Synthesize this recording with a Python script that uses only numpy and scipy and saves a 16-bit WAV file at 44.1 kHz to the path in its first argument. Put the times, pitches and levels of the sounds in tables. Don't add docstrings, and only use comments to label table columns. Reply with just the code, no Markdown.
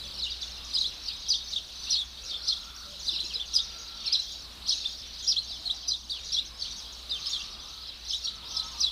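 import sys
import numpy as np
from scipy import signal
from scipy.fft import rfft, irfft, next_fast_len
from scipy.io import wavfile
from scipy.ndimage import uniform_filter1d, map_coordinates

SR = 44100
rng = np.random.default_rng(int(sys.argv[2]) if len(sys.argv) > 2 else 0)


def transcribe(signal):
    frames = np.atleast_2d(signal).T
    limited = np.clip(frames, -1, 1)
    pcm = np.round(limited * 32767).astype(np.int16)
    wavfile.write(sys.argv[1], SR, pcm)


N = 392929

# frequency in Hz, relative density in dB per Hz.
AIR_SPECTRUM = [(25, 2), (50, 7), (100, -4.5), (200, -5), (400, -10.5), (1200, -9), (2000, -13),
                (4000, -3.5), (7000, -21), (13000, -25.5), (15500, -25)]
# time in seconds, rms level in dB.
AIR_SWELL = [(0, -47.5), (1.2, -49.5), (5.75, -49), (6.02, -53.5), (6.2, -49.4), (8.91, -48.6)]
# time in seconds, rms level in dB.
FLOCK_LEVEL = [(0.0, -40.5), (0.14, -41.5), (0.22, -40.5), (0.67, -43), (0.81, -34.5), (0.99, -46.5),
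               (1.09, -37), (1.2, -43), (1.34, -35), (1.45, -41), (1.53, -39.5), (1.67, -46.5), (1.86, -38),
               (1.92, -35), (2.07, -49), (2.31, -38.5), (2.4, -42.5), (2.49, -34), (2.69, -47),
               (2.84, -43.5), (2.9, -46), (3.14, -34), (3.29, -42), (3.33, -41), (3.5, -44), (3.54, -38),
               (3.59, -36.5), (3.71, -43), (3.97, -43), (4.14, -33.5), (4.26, -40.5), (4.33, -39.5),
               (4.59, -52.5), (4.7, -33), (5.1, -45.5), (5.25, -37), (5.28, -39.5), (5.6, -43.5),
               (5.72, -43), (5.82, -42.5), (5.89, -40.5), (6.07, -49), (6.15, -40), (6.21, -43.5),
               (6.35, -34.5), (6.54, -49.5), (6.68, -37.5), (6.84, -43.5), (7.08, -48), (7.2, -41.5),
               (7.29, -33), (7.48, -43), (7.88, -45), (7.99, -51.5), (8.12, -34), (8.2, -44), (8.26, -36.5),
               (8.41, -47.5), (8.57, -35), (8.73, -44), (8.84, -38), (8.91, -44)]
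# start in seconds, length in seconds, start Hz, end Hz, level in dB, hoarseness 0-1.
CROWS = [(0, 0.3, 568, 562, -61, .3), (.55, 0.28, 1140, 1086, -62, 0.47),
         (2.101, .95, 1335, 1319, -60, 0.89), (2.851, 0.12, 590, 586, -57, 0.2),
         (3.4, 0.76, 1372, 1325, -62.5, 0.43), (5.403, 0.593, 740, 716, -63.5, 0.83),
         (6.5, 0.082, 1096, 1110, -60.5, .3), (6.898, 0.93, 1224, 1182, -62.5, 0.61),
         (7.654, 0.23, 1298, 1282, -59, 0.34), (8.19, 0.4, 1290, 1300, -61, 0.49),
         (8.352, 0.48, 1000, 983, -59, 0.86), (8.511, 0.21, 1276, 1296, -51, 0.11),
         (8.7, 0.17, 1250, 1200, -58.5, .4)]
# start in seconds, kind, pitch and tempo ratio, level in dB against the model chirp.
ANSWERS = [(.174, "hook", 1.01, -4.5), (.291, "hook", 0.95, -4), (.397, "long", 0.98, -8),
           (1.04, "high", 0.96, -11), (1.5, "hook", 0.93, -7), (2.285, "hook", 0.92, -5),
           (2.338, "arch", 0.96, -4.5), (3.236, "hook", 1.05, -7), (3.395, "arch", 0.94, -4.5),
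           (4.052, "hook", 1.06, 1), (5.488, "low", 1.03, -4.5), (5.932, "arch", 1.0, -4),
           (6.575, "high", 0.9, -11), (7.088, "low", 1.06, -4), (7.81, "hook", 0.99, -13.5),
           (7.865, "hook", 1.0, -11), (8.065, "high", 1.05, -12), (8.233, "hook", 1.11, -2),
           (8.437, "hook", .97, -15), (8.525, "high", .97, -14.5)]
CHIRP_START_S = {"high": 3.52, "low": 6.09, "hook": 3.33, "long": 3.06, "arch": 3.586}
# start in seconds, length in ms, start Hz, middle Hz, end Hz,
# level of the first half in dB, level of the second half in dB.
NOTES = [(0.221, 41, 4640, 3786, 3700, -31.5, -31.5), (0.251, 26.5, 3014, 2863, 2990, -38.5, -35.5),
         (0.735, 23.3, 3964, 5090, 4730, -33.5, -25), (0.752, 17.5, 4285, 4380, 3850, -35.5, -22),
         (0.771, 21.2, 3197, 3810, 3820, -32.5, -24.5), (0.81, 19.7, 4310, 3920, 3670, -23, -31.5),
         (0.842, 28, 3110, 3630, 4220, -32.5, -29), (1.279, 8.3, 4020, 4770, 5920, -48, -28),
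         (1.288, 19, 5480, 6054, 5100, -26, -34.5), (1.303, 28, 5074, 4550, 3770, -22, -25.5),
         (1.336, 23.7, 2910, 3710, 3300, -31.5, -26.5), (1.535, 19.3, 4294, 3654, 3680, -29.5, -44),
         (1.561, 24, 3152, 3720, 2950, -25.5, -31.5), (1.868, 38, 2610, 2820, 2840, -46.5, -53),
         (1.896, 17.7, 3586, 5140, 5240, -30, -30), (1.907, 17.3, 5750, 5790, 5570, -23, -30),
         (1.913, 21.3, 4650, 4150, 4220, -31, -25), (1.922, 29, 4710, 4920, 3750, -26, -32),
         (1.934, 9.7, 4000, 4020, 3840, -30, -26), (1.94, 21, 4804, 3940, 3700, -25, -37),
         (1.956, 16, 3450, 4250, 4100, -27, -26), (1.959, 24, 3100, 3350, 4100, -38, -28.5),
         (1.979, 15.3, 3605, 3450, 3910, -46, -26), (1.995, 38.5, 3818, 3430, 3290, -30.5, -34),
         (2.475, 16.2, 4410, 5060, 4680, -28, -30), (2.484, 5.4, 5610, 5780, 6000, -20.5, -45),
         (2.489, 21.3, 4150, 4300, 3940, -26.5, -26.5), (2.508, 25, 3023, 3830, 3330, -37, -25),
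         (3.066, 24.3, 3356, 4695, 4430, -37, -31), (3.083, 42.7, 4154, 3570, 3505, -25.5, -42),
         (3.133, 28.8, 2953, 2860, 2570, -41, -49), (3.161, 21.6, 4350, 3670, 3990, -28.5, -40),
         (3.184, 30, 2840, 3650, 4080, -37, -27.5), (3.303, 50, 3344, 2674, 2334, -39.5, -56),
         (3.337, 17.5, 4320, 4920, 4930, -31, -30.5), (3.354, 24.1, 4260, 3734, 3360, -26, -41.5),
         (3.529, 9.8, 4150, 4920, 5500, -50, -36), (3.539, 24, 5565, 6000, 5400, -27, -45),
         (3.553, 6.4, 5360, 4985, 4600, -17, -52.5), (3.561, 14.1, 5065, 4610, 3980, -17, -24),
         (3.588, 26.1, 3190, 3823, 3380, -28.5, -30.5), (4.117, 15.4, 4300, 4800, 5070, -33, -19),
         (4.131, 10.7, 5870, 5340, 5250, -18.5, -43), (4.137, 20, 4393, 4030, 3210, -22.5, -26.5),
         (4.153, 10, 4007, 4045, 3950, -23, -26.5), (4.187, 19.8, 4100, 4100.0, 3980, -34, -27),
         (4.655, 31, 4296, 5160, 6860, -40, -41), (4.682, 16, 3880, 4880, 5080, -31.5, -24),
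         (4.694, 8.6, 5790, 5680, 5360, -22.5, -28), (4.7, 10, 4350, 4240, 4570, -29, -22),
         (4.712, 5.9, 4460, 4220, 4480, -23, -31), (4.714, 19, 5210, 4960, 5040, -36, -36),
         (4.718, 22.3, 3200, 3820, 3860, -28, -26.5), (4.841, 25, 2453, 3420, 3530, -42, -25.5),
         (5.267, 8, 3580, 4340, 4880, -40, -31), (5.275, 45, 4880, 5160, 4760, -25, -28),
         (5.278, 30, 5440, 5673, 5110, -24.5, -23.5), (5.312, 18, 4660, 4285, 3320, -25, -28),
         (5.365, 28.2, 3155, 3990, 4110, -25.5, -26.5), (5.656, 26.3, 4150, 4260, 3820, -32, -30.5),
         (5.697, 21.2, 3214, 3570, 4030, -29.5, -26), (5.872, 9.1, 3900, 5000, 5530, -44, -35),
         (5.882, 17.4, 5660, 5880, 5080, -28.5, -32.5), (5.882, 34, 4620, 4860, 3790, -30, -30),
         (5.918, 16, 3963, 4150, 4170, -25, -42), (6.098, 17.2, 3810, 4530, 4750, -33, -29.5),
         (6.114, 37.7, 4140, 3535, 3490, -30.5, -40), (6.153, 49, 3396, 2804, 2270, -40.5, -53.5),
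         (6.32, 36.2, 4560, 5690, 5120, -30.5, -34), (6.342, 33, 4335, 3900, 4130, -27, -39.5),
         (6.366, 33, 3378, 3470, 4140, -29.5, -25.5), (7.111, 36.8, 4100, 3526, 3640, -29.5, -31.5),
         (7.151, 50, 3396, 2804, 2250, -38, -56.5), (7.259, 17.1, 4194, 4950, 5000, -31, -30.5),
         (7.33, 42, 3720, 3470, 3200, -29.5, -33), (7.334, 37, 4250, 4090, 3740, -32.5, -38),
         (7.402, 20, 2776, 2760, 3470, -46.5, -36), (8.13, 37.4, 2995, 3694, 3900, -31, -32),
         (8.272, 20.2, 3177, 3766, 3890, -35, -31.5), (8.566, 33.6, 5180, 5435, 5290, -28, -51),
         (8.589, 14.3, 4320, 4050, 4070, -34, -27.5), (8.794, 9.5, 3990, 4880, 5860, -37, -45),
         (8.802, 11.2, 5650, 5940, 5760, -29, -26.5), (8.812, 15.7, 5690, 4880, 4850, -23, -32),
         (8.827, 25.8, 4870, 4080, 3810, -25, -22), (8.863, 31.7, 3953, 3330, 3590, -28.5, -32)]
# start in seconds, initial envelope of the first thud in dB, mode in Hz.
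KNOCKS = [(3.124, -44.5, 332), (3.234, -45, 355), (3.357, -45.5, 476)]

HUM_HZ, HUM_DB = 59.5, -54.5
TOP_HZ = 15500


def undb(db):
    return 10 ** (np.asarray(db) / 20)


def unit(x):
    return x / np.sqrt(np.mean(x ** 2))


def curve(rows):
    s, value = np.transpose(rows)
    return np.interp(np.arange(N) / SR, s, value)


def walk(rate_hz):
    hold = max(int(SR / rate_hz), 16)
    steps = np.repeat(rng.standard_normal(N // hold + 1), hold)
    smooth = uniform_filter1d(uniform_filter1d(steps, hold), hold)
    return unit(smooth[:N])


def add(track, start_s, sound):
    i = max(int(start_s * SR), 0)
    track[i:i + len(sound)] += sound[:max(len(track) - i, 0)]


def whistle(hz, db, start_rad, overtone):
    phase = start_rad + 2 * np.pi * np.cumsum(hz) / SR
    return np.sqrt(2) * undb(db) * (np.sin(phase) + overtone * np.sin(2 * phase))


def echoes(x, t60_s, onset_s):
    t = np.arange(SR // 2) / SR
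    decay = np.exp(-np.log(1000) * t / t60_s)
    tail = rng.standard_normal(len(t)) * decay * (1 - np.exp(-t / onset_s))
    return signal.fftconvolve(x, tail / np.sqrt(np.sum(tail ** 2)))[:N]


def even(x, size, share):
    power = uniform_filter1d(unit(x) ** 2, size)
    return unit(x / (power + 0.0033) ** (share / 2))


def air():
    size = next_fast_len(N)
    hz = np.maximum(np.fft.rfftfreq(size, 1 / SR), 1)
    table_hz, table_db = np.transpose(AIR_SPECTRUM)
    colour = undb(np.interp(np.log(hz), np.log(table_hz), table_db))
    spectrum = rfft(rng.standard_normal(size)) * colour * (hz > 15)
    out = np.zeros(N)
    for centre_hz in 2 ** np.arange(4, 15):
        band = np.cos(np.pi / 2 * np.clip(np.log2(hz / centre_hz), -1, 1)) ** 2
        flicker_db = 1.66 * walk(7.8)
        out += irfft(spectrum * band, size)[:N] * undb(flicker_db)
    return unit(out) * undb(curve(AIR_SWELL))


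def hum():
    hz = HUM_HZ + 0.912 * walk(6)
    db = HUM_DB + 2 * walk(5.2)
    return whistle(hz, db, 0, 0)


def flock(song, count=24):
    out = np.zeros(N)
    song = even(song, size=900, share=0.57)
    for when, high, far in rng.uniform(0, 1, (count, 3)):
        ratio = .96 + .19 * high
        place = (when * N + ratio * np.arange(N)) % N
        out += undb(-6 * far) * np.interp(place, np.arange(N), song)
    out = unit(out) + undb(-3.5) * unit(echoes(out, t60_s=0.35, onset_s=0.0086))
    return even(out, size=3000, share=1.0) * undb(curve(FLOCK_LEVEL))


def roosters():
    out, rasp, rattle = np.zeros(N), walk(350), walk(60)
    for start_s, length_s, start_hz, end_hz, db, hoarse in CROWS:
        first = int(start_s * SR)
        n = min(int(length_s * SR), N - first)
        at = slice(first, first + n)
        hz = np.linspace(start_hz, end_hz, n) * (1 + .09 * hoarse * rasp[at])
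        tone = whistle(hz, db + 4 * hoarse * rattle[at], 0, overtone=0.081)
        add(out, start_s, signal.windows.tukey(n, .5) * tone)
    return out + undb(-4) * echoes(out, t60_s=0.2, onset_s=0.01)


def breath(birds):
    effort = uniform_filter1d(birds ** 2, size=900) ** 0.36
    bandpass = signal.butter(2, [6000, 10500], "bandpass", fs=SR, output="sos")
    hiss = signal.sosfilt(bandpass, rng.standard_normal(N))
    patches_db = 3.5 * walk(30)
    return undb(-40) * effort * unit(hiss) * undb(patches_db)


def answers(song):
    out, span = np.zeros(N), np.arange(SR // 11)
    for start_s, kind, ratio, db in ANSWERS:
        place = CHIRP_START_S[kind] * SR + ratio * span
        chirp = map_coordinates(song, [place], order=1)
        add(out, start_s, undb(db) * signal.windows.tukey(len(span), .1) * chirp)
    return out


def notes():
    out, flutter, waver, husk = np.zeros(N), walk(500), walk(300), walk(1500)
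    overhang_ms = 3.0
    starts_rad = rng.uniform(0, 2 * np.pi, len(NOTES))
    for (start_s, length_ms, *hz, db_a, db_b), start_rad in zip(NOTES, starts_rad):
        ms = np.arange(-overhang_ms, length_ms + overhang_ms, 1000 / SR)
        at = np.clip((start_s * SR + ms * SR / 1000).astype(int), 0, N - 1)
        arc_hz = np.polyval(np.polyfit([0, .5, 1], hz, 2), ms / length_ms)
        db = np.interp(ms, np.array([.25, .75]) * length_ms, [db_a, db_b]) + 1.93 * flutter[at]
        edge = np.clip(np.minimum(ms - ms[0], ms[-1] - ms) / (2 * overhang_ms), 0, 1)
        climb = np.clip(np.gradient(arc_hz, ms) / 150, 0, 1)
        overtone = undb(-34) * husk[at] + undb(-21) * climb
        tone = whistle(arc_hz * (1 + 0.0205 * waver[at]), db, start_rad, overtone)
        add(out, start_s - overhang_ms / 1000, np.sin(np.pi / 2 * edge) ** 2 * tone)
    return out


def knocks():
    out, t = np.zeros(N), np.arange(2000) / SR
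    for start_s, db, hz in KNOCKS:
        thud = undb(db) * np.exp(-t / 0.0043) * np.sin(2 * np.pi * hz * t)
        add(out, start_s, thud)
        add(out, start_s + .009, undb(2) * thud)
    return out


def scene():
    song = notes()
    near = song + answers(song)
    birds = near + undb(-7) * echoes(near, t60_s=.15, onset_s=0.0019) + flock(song)
    mono = birds + breath(birds) + roosters() + knocks() + air() + hum()
    return np.array([mono, mono])


def record(dry):
    lowpass = signal.ellip(12, .2, 60, TOP_HZ, fs=SR, output="sos")
    return signal.sosfilt(lowpass, dry)


dry = scene()
out = record(dry)
transcribe(out)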